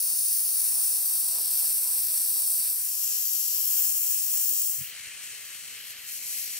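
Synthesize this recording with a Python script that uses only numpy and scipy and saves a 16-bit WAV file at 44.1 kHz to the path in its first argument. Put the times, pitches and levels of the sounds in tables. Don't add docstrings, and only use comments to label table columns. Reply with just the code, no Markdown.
import sys
import numpy as np
from scipy import signal
from scipy.fft import rfft, irfft, next_fast_len
from scipy.io import wavfile
from scipy.ndimage import uniform_filter1d

SR = 44100
rng = np.random.default_rng(int(sys.argv[2]) if len(sys.argv) > 2 else 0)


def persist_wave(psi):
    counts = np.round(np.clip(psi, -1, 1) * 32767).astype(np.int16)
    wavfile.write(sys.argv[1], SR, np.atleast_2d(counts).T)


N = 290619
T = np.arange(N) / SR
SIZE = next_fast_len(N, True)
HZ = np.maximum(np.arange(SIZE // 2 + 1) * SR / SIZE, 1)
TOP_HZ = 15740


def turbulence(eddy_db=1.52, bass_db=4.0, treble_db=1.0):
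    white = rfft(rng.standard_normal((2, N)), SIZE)
    together_db = eddy_db * walk(300)
    octave_edges = [above(hz, .08) for hz in 350 * 2. ** np.arange(6)]
    edges = [1.] + octave_edges + [0.]
    alone_db = np.linspace(bass_db, treble_db, len(edges) - 1)
    gas = 0
    for lower, upper, depth_db in zip(edges, edges[1:], alone_db):
        band = irfft(white * (lower - upper), SIZE)[:, :N]
        gas = gas + band * undb(together_db + depth_db * walk(10.8))
    return gas


def flame(gas, levels_db, colour, peaks, pair, roar_hz, sizzle_hz, top_hz):
    shared, other = rfft(gas, SIZE)

    pair_hz, alike, behind = np.transpose(pair)
    alike = over_hz(pair_hz, alike)
    lag = np.exp(-1j * over_hz(pair_hz, behind))
    right = alike * lag * shared + np.sqrt(1 - alike ** 2) * other

    hz, left_db, right_db = np.transpose(colour)
    sides = np.array([undb(over_hz(hz, left_db)) * shared, undb(over_hz(hz, right_db)) * right])
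    sides *= ridges(peaks) * surfaces() * above(138, 1.0) * (HZ < TOP_HZ)

    low = 1 - above(roar_hz, 0.55)
    high, top = above(sizzle_hz, 0.022), above(top_hz, 0.034)
    jet = 0
    for share, db in zip((low, 1 - low - high, high - top, top), levels_db):
        part = irfft(sides * share, SIZE)[:, :N]
        jet = jet + part * undb(db) / np.std(part.mean(axis=0))
    return jet


def band_levels(shift, band_db, follow):
    # (time [s], width [s], level [dB])
    flares = [(.11, 0.021, 4), (.39, 0.017, -5), (.78, 0.086, 3), (1.38, 0.033, 6.5), (1.64, 0.013, 6),
              (1.88, 0.024, 2.5), (2.3, 0.057, 3), (3.08, 0.16, 4), (3.55, 0.03, 5), (3.8, 0.061, 6.5),
              (4.38, 0.034, 6), (4.73, 0.041, 4), (4.85, 0.04, 1)]
    # (time [s], width [s], level [dB])
    hiss_dips = [(5.83, .03, -2.5), (6.11, 0.03, -2), (6.35, 0.046, -0.5)]
    # (time [s], level [dB])
    hiss_gap = [(5.92, -0.5), (5.932, -4), (6.0, -4.5), (6.06, -5), (6.078, 0)]
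    # (time [s], width [s], level [dB])
    sizzle_swells = [(3.5, 0.17, 3.5), (4.2, 0.0085, -9), (5.89, 0.09, 2.5)]
    flicker_db, flicker_per_s = 2.1, 13

    moved_db = np.interp(T, *np.transpose(shift))
    roar, hiss, sizzle, top = (db + share * moved_db for db, share in zip(band_db, (*follow, 1)))
    roar = roar + swells(flares)
    hiss = hiss + swells(hiss_dips) + np.interp(T, *np.transpose(hiss_gap))
    sizzle = sizzle + swells(sizzle_swells) + flicker_db * walk(flicker_per_s)
    top = top + flicker_db * walk(flicker_per_s)
    return roar, hiss, sizzle, top


def surfaces(echo_db=-9, t60=.2, common=.65, from_hz=3500):
    t = T[:SR // 4]
    both, *each = rng.standard_normal((3, len(t))) * np.exp(-np.log(1000) * t / t60)
    scatter = common * both + (1 - common) * np.array(each)
    scatter /= np.linalg.norm(scatter, axis=1, keepdims=True)
    share = .5 + .4 * above(from_hz, 1.)
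    return 1 + undb(echo_db) * share * rfft(scatter, SIZE)


def turned(jet, span, change):
    spectrum = rfft(jet, SIZE)
    half = np.sqrt(ridges(change))
    before = irfft(spectrum / half, SIZE)[:, :N]
    after = irfft(spectrum * half, SIZE)[:, :N]
    return before + np.interp(T, span, (0, 1)) * (after - before)


def rushing(sound):
    # (low edge [Hz], high edge [Hz])
    rush_hz = (1310, 3480)
    # (time [s], width [s], level [dB])
    rush_swells = [(.97, 0.054, 0), (2.92, .05, -1), (3.12, .06, 1), (3.32, 0.016, -2.5), (3.76, .07, 0),
                   (3.9, .05, -1), (4.13, .04, 1), (4.23, 0.044, -1), (4.926, .007, 5), (5.3, .1, 0.5),
                   (5.52, 0.018, 1), (5.62, 0.023, -1.5), (5.78, 0.036, 1.5), (6.02, 0.08, -3),
                   (6.24, .05, -2), (6.45, .06, 0)]
    # (time [s], level [dB])
    rush_catch = [(4.64, 0), (4.74, -4), (4.8, -4), (4.813, 3), (4.85, 2.5), (4.9, 0)]

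    middle = above(rush_hz[0], 0.34) - above(rush_hz[1], 0.14)
    band = irfft(rfft(sound, SIZE) * middle, SIZE)[:, :N]
    level_db = swells(rush_swells) + np.interp(T, *np.transpose(rush_catch))
    return sound + (undb(level_db) - 1) * band


def bump(at, level_db, pitch):
    # (frequency [Hz], peak level [dB])
    bump_modes = [(90, -57.5), (138, -52), (168, -59), (260, -66)]
    rise_s, fall_s, pan_db = .021, .014, -24
    briefer = 1.5

    since = T - at
    scaled = since / np.where(since < 0, rise_s, fall_s)
    rock = 0
    for hz, db in bump_modes:
        push = np.exp(-(scaled * max(hz / bump_modes[1][0], 1) ** briefer) ** 2 / 2)
        rock = rock + undb(db + level_db) * push * np.cos(2 * np.pi * pitch * hz * since)
    return rock * undb(np.array([[pan_db], [-pan_db]]) / 2)


def tick():
    at_s, width_s, peak_db = 3.6365, .0001, -46
    return -undb(peak_db) * np.exp(-((T - at_s) / width_s) ** 2 / 2)


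def workshop():
    # (frequency [Hz], level [dB per Hz])
    rumble_colour = [(25, -28), (50, -14), (85, -5.5), (220, -8.5), (350, -17.5), (600, -12), (900, -19)]
    gain = undb(over_hz(*np.transpose(rumble_colour))) * (HZ < 1200)
    rumble = irfft(rfft(rng.standard_normal((2, N)), SIZE) * gain, SIZE)[:, :N]
    return rumble / np.std(rumble.mean(axis=0)) * undb(2.6 * walk(8))


def hum(waver_db=0.68):
    # (frequency [Hz], level [dB rms])
    hum_tones = [(150.7, -86), (301.5, -87), (452.2, -81.5), (602.9, -79), (753.7, -84)]
    total = 0
    for hz, db in hum_tones:
        level = np.sqrt(2) * undb(db + waver_db * walk(17))
        total = total + level * np.sin(2 * np.pi * (hz * T + rng.random()))
    return total


def undb(db):
    return 10 ** (np.asarray(db) / 20)


def over_hz(hz, value):
    return np.interp(np.log(HZ), np.log(hz), value)


def above(hz, octaves):
    return .5 + .5 * np.tanh(np.log2(HZ / hz) / octaves)


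def ridges(table):
    return undb(sum(db * np.exp(-((HZ - hz) / width) ** 2 / 2) for hz, width, db in table))


def walk(rate):
    k = int(SR / rate)
    held = np.repeat(rng.standard_normal(N // k + 1), k)
    return 0.66 * uniform_filter1d(uniform_filter1d(held, k), k)[:N]


def swells(table):
    coarse = T[::100]
    level_db = sum(db * np.exp(-((coarse - at) / width) ** 2 / 2) for at, width, db in table)
    return np.interp(T, coarse, level_db)


def scene():
    # (frequency [Hz], left level [dB], right level [dB])
    tip_colour = [(425, -30.5, -33.5), (845, -24, -27.5), (1220, -28, -29.5), (3410, -26, -29),
                  (5270, -11.5, -12), (5840, -10, -13), (6460, -18.5, -15.5), (7400, -14.5, -15.5),
                  (8760, -7.5, -2), (10950, 1, -3.5), (11480, -2.5, -30), (12260, -6, -4),
                  (13300, -9.5, -9.5), (16000, -10, -22)]
    close_colour = [(416, -32.5, -41.5), (805, -33, -40.5), (2060, -28, -27), (2010, -33, -34.5),
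                    (2540, -23, -25), (3120, -21.5, -23.5), (3500, -23, -25.5), (4940, -11.5, -21),
                    (5670, -9.5, -13), (7260, -7, -9), (8660, -5, -3.5), (12400, -7, -14.5),
                    (13400, -14, -18), (16000, -6, -28)]
    spread_colour = [(407, -23.5, -37), (437, -22, -17.5), (686, -26.5, -35.5), (1080, -24.5, -26),
                     (2030, -5.5, -13), (3270, -7, -4), (3340, -11, -12.5), (4150, -2.5, -7),
                     (4970, -2.5, -11.5), (7740, 0.5, 0), (9300, 3.5, 1.5), (12200, -5.5, -9.5),
                     (13600, -23, -27), (15590, -4, -23)]
    # (frequency [Hz], width [Hz], level [dB])
    peaks = [
        [(235, 9, 5.5), (348, 31, -5), (464, 58, 4.5), (640, 160, -0.5), (900, 160, 1.5), (2080, 75, -3),
         (2690, 170, 3), (3260, 75, -1.5), (3260, 32, 4), (3680, 68, 2.5), (13200, 200, 1), (13800, 300, -11),
         (4470, 270, 3), (6230, 120, 1.5), (7400, 230, -2.5), (12400, 430, -2), (7700, 97, 3.5)],
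        [(342, 40, -6), (905, 56, 2.5), (3100, 430, 3), (3710, 210, -2.5), (13300, 250, -7), (9200, 1700, -0.5),
         (11100, 350, 2), (12050, 120, -8), (12500, 260, -2.5)],
        [(600, 60, -6), (3800, 170, -2), (4200, 200, 1.5), (4950, 270, 0), (5850, 350, 1), (10700, 120, 5.5),
         (11000, 190, -5), (12050, 500, 4), (13100, 300, 7), (15900, 400, -12)],
    ]
    # (frequency [Hz], likeness [0-1], right side behind [rad])
    pairs = [
        [(300, .2, 0), (1000, .55, .1), (1800, .65, .3), (2600, .5, .5), (3100, .1, .4), (3600, .8, 0),
         (5300, .97, .2), (6200, .8, .7), (7100, .15, 1), (7900, .75, .7), (9500, .92, 1.1), (10700, .9, 2),
         (11500, .35, 3), (12300, .75, 5.5), (13100, .75, 6.28), (14000, .4, 6.28), (15500, .7, 6.28)],
        [(700, .05, 0), (1700, .65, .3), (3000, .55, 1.3), (3450, .3, 1.8), (3800, .25, .5), (4600, .55, 1),
         (5800, .87, 1), (7300, .87, 1.7), (8300, .95, 2.3), (9700, .9, 3), (10600, .7, 3.4), (11700, .2, 4.5),
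         (12500, .7, 6.28), (15700, .65, 6.28)],
        [(300, .2, 0), (1100, .75, .4), (2100, .9, .2), (3000, .8, .3), (3500, .4, 1.2), (4200, .55, 2),
         (4800, .15, 2), (5500, .68, 1.2), (7000, .78, 1.3), (8500, .92, 2.2), (10000, .9, 2.7), (10900, .5, 3),
         (11500, .8, 6.28), (12400, .99, 6.28), (14000, .7, 6.28), (15700, .6, 6.28)],
    ]
    # (roar below [Hz], sizzle above [Hz], top edge above [Hz])
    borders = [(1400, 11600, 13600), (1400, 11900, 13600), (3600, 10250, 13500)]
    # (roar [dB rms], hiss [dB rms], sizzle [dB rms], top edge [dB rms])
    band_db = [(-60.5, -29, -36, -35), (-69.5, -33, -35, -33), (-47.5, -46, -52, -56.5)]
    # (time [s], level [dB])
    shifts = [
        [(0, 2.5), (.6, 1), (1.3, 0), (2.7, 1)],
        [(2.95, -3), (3.2, -3), (3.5, -6), (3.7, 3), (3.82, 5), (3.95, -1.5), (4.1, 5), (4.2, -1.5),
         (4.34, 3.5), (4.65, 2)],
        [(4.95, -2.5), (5.18, -5), (5.25, 0), (5.75, -1), (5.83, -0.5), (5.91, 1.5), (5.94, -4.5), (6.05, 0.5),
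         (6.08, 4.5), (6.13, 10), (6.21, 5), (6.29, 11.5), (6.4, 13.5), (6.59, 6.5)],
    ]
    # (roar [dB/dB], hiss [dB/dB], sizzle [dB/dB])
    follow = [(-3, 0.09, 0.9), (0.35, 0.018, 0), (-0.11, 0.53, 1.14)]
    # (start [s], end [s])
    turns = [(.4, 1.23), (3.55, 3.66), (6.08, 6.16)]
    # (frequency [Hz], width [Hz], level [dB])
    turn_colours = [
        [(3600, 740, 2), (6600, 340, -4.5), (7900, 490, 5), (10970, 600, -3.5), (12400, 510, 6.5),
         (13600, 290, 5), (15200, 250, -5)],
        [(4600, 990, -2.5), (9100, 830, 4.5), (10600, 610, -2.5), (12160, 120, -1), (14100, 450, -4.5)],
        [(220, 96, 9), (750, 250, 3.5), (1500, 350, -3), (4150, 350, 0), (5450, 850, 2.5), (10800, 220, 3),
         (13700, 300, -5)],
    ]
    # (start [s], end [s])
    crossfades = [(2.66, 3.126), (4.62, 4.94)]
    workshop_db = [-80, -80, -70]
    # (time [s], width [s], level [dB])
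    rumble_swells = [(1.7, .3, 1.5), (6.45, .2, -0.5)]
    # (time [s], level [dB], pitch [factor])
    bumps = [(4.816, 0, 1), (5.005, -22, .65), (5.075, -19, .7)]

    fades = [np.clip((T - start) / (end - start), 0, 1) for start, end in crossfades]
    onward = [np.ones(N)] + fades + [np.zeros(N)]
    weights = [begun - ended for begun, ended in zip(onward, onward[1:])]

    colours = (tip_colour, close_colour, spread_colour)
    gas = turbulence()
    sound = 0
    for k, bands in enumerate(borders):
        rolled = np.roll(gas, k * N // len(borders), axis=1)
        levels_db = band_levels(shifts[k], band_db[k], follow[k])
        jet = flame(rolled, levels_db, colours[k], peaks[k], pairs[k], *bands)
        jet = turned(jet, turns[k], turn_colours[k])
        rumble = undb(workshop_db[k] + swells(rumble_swells)) * workshop()
        sound = sound + weights[k] * (jet + rumble)
    knocks = sum(bump(*row) for row in bumps)
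    return rushing(sound) + knocks + tick() + weights[2] * hum()


def record(dry):
    return signal.sosfilt(signal.ellip(12, .2, 90, TOP_HZ, fs=SR, output="sos"), dry)


dry = scene()
out = record(dry)
persist_wave(out)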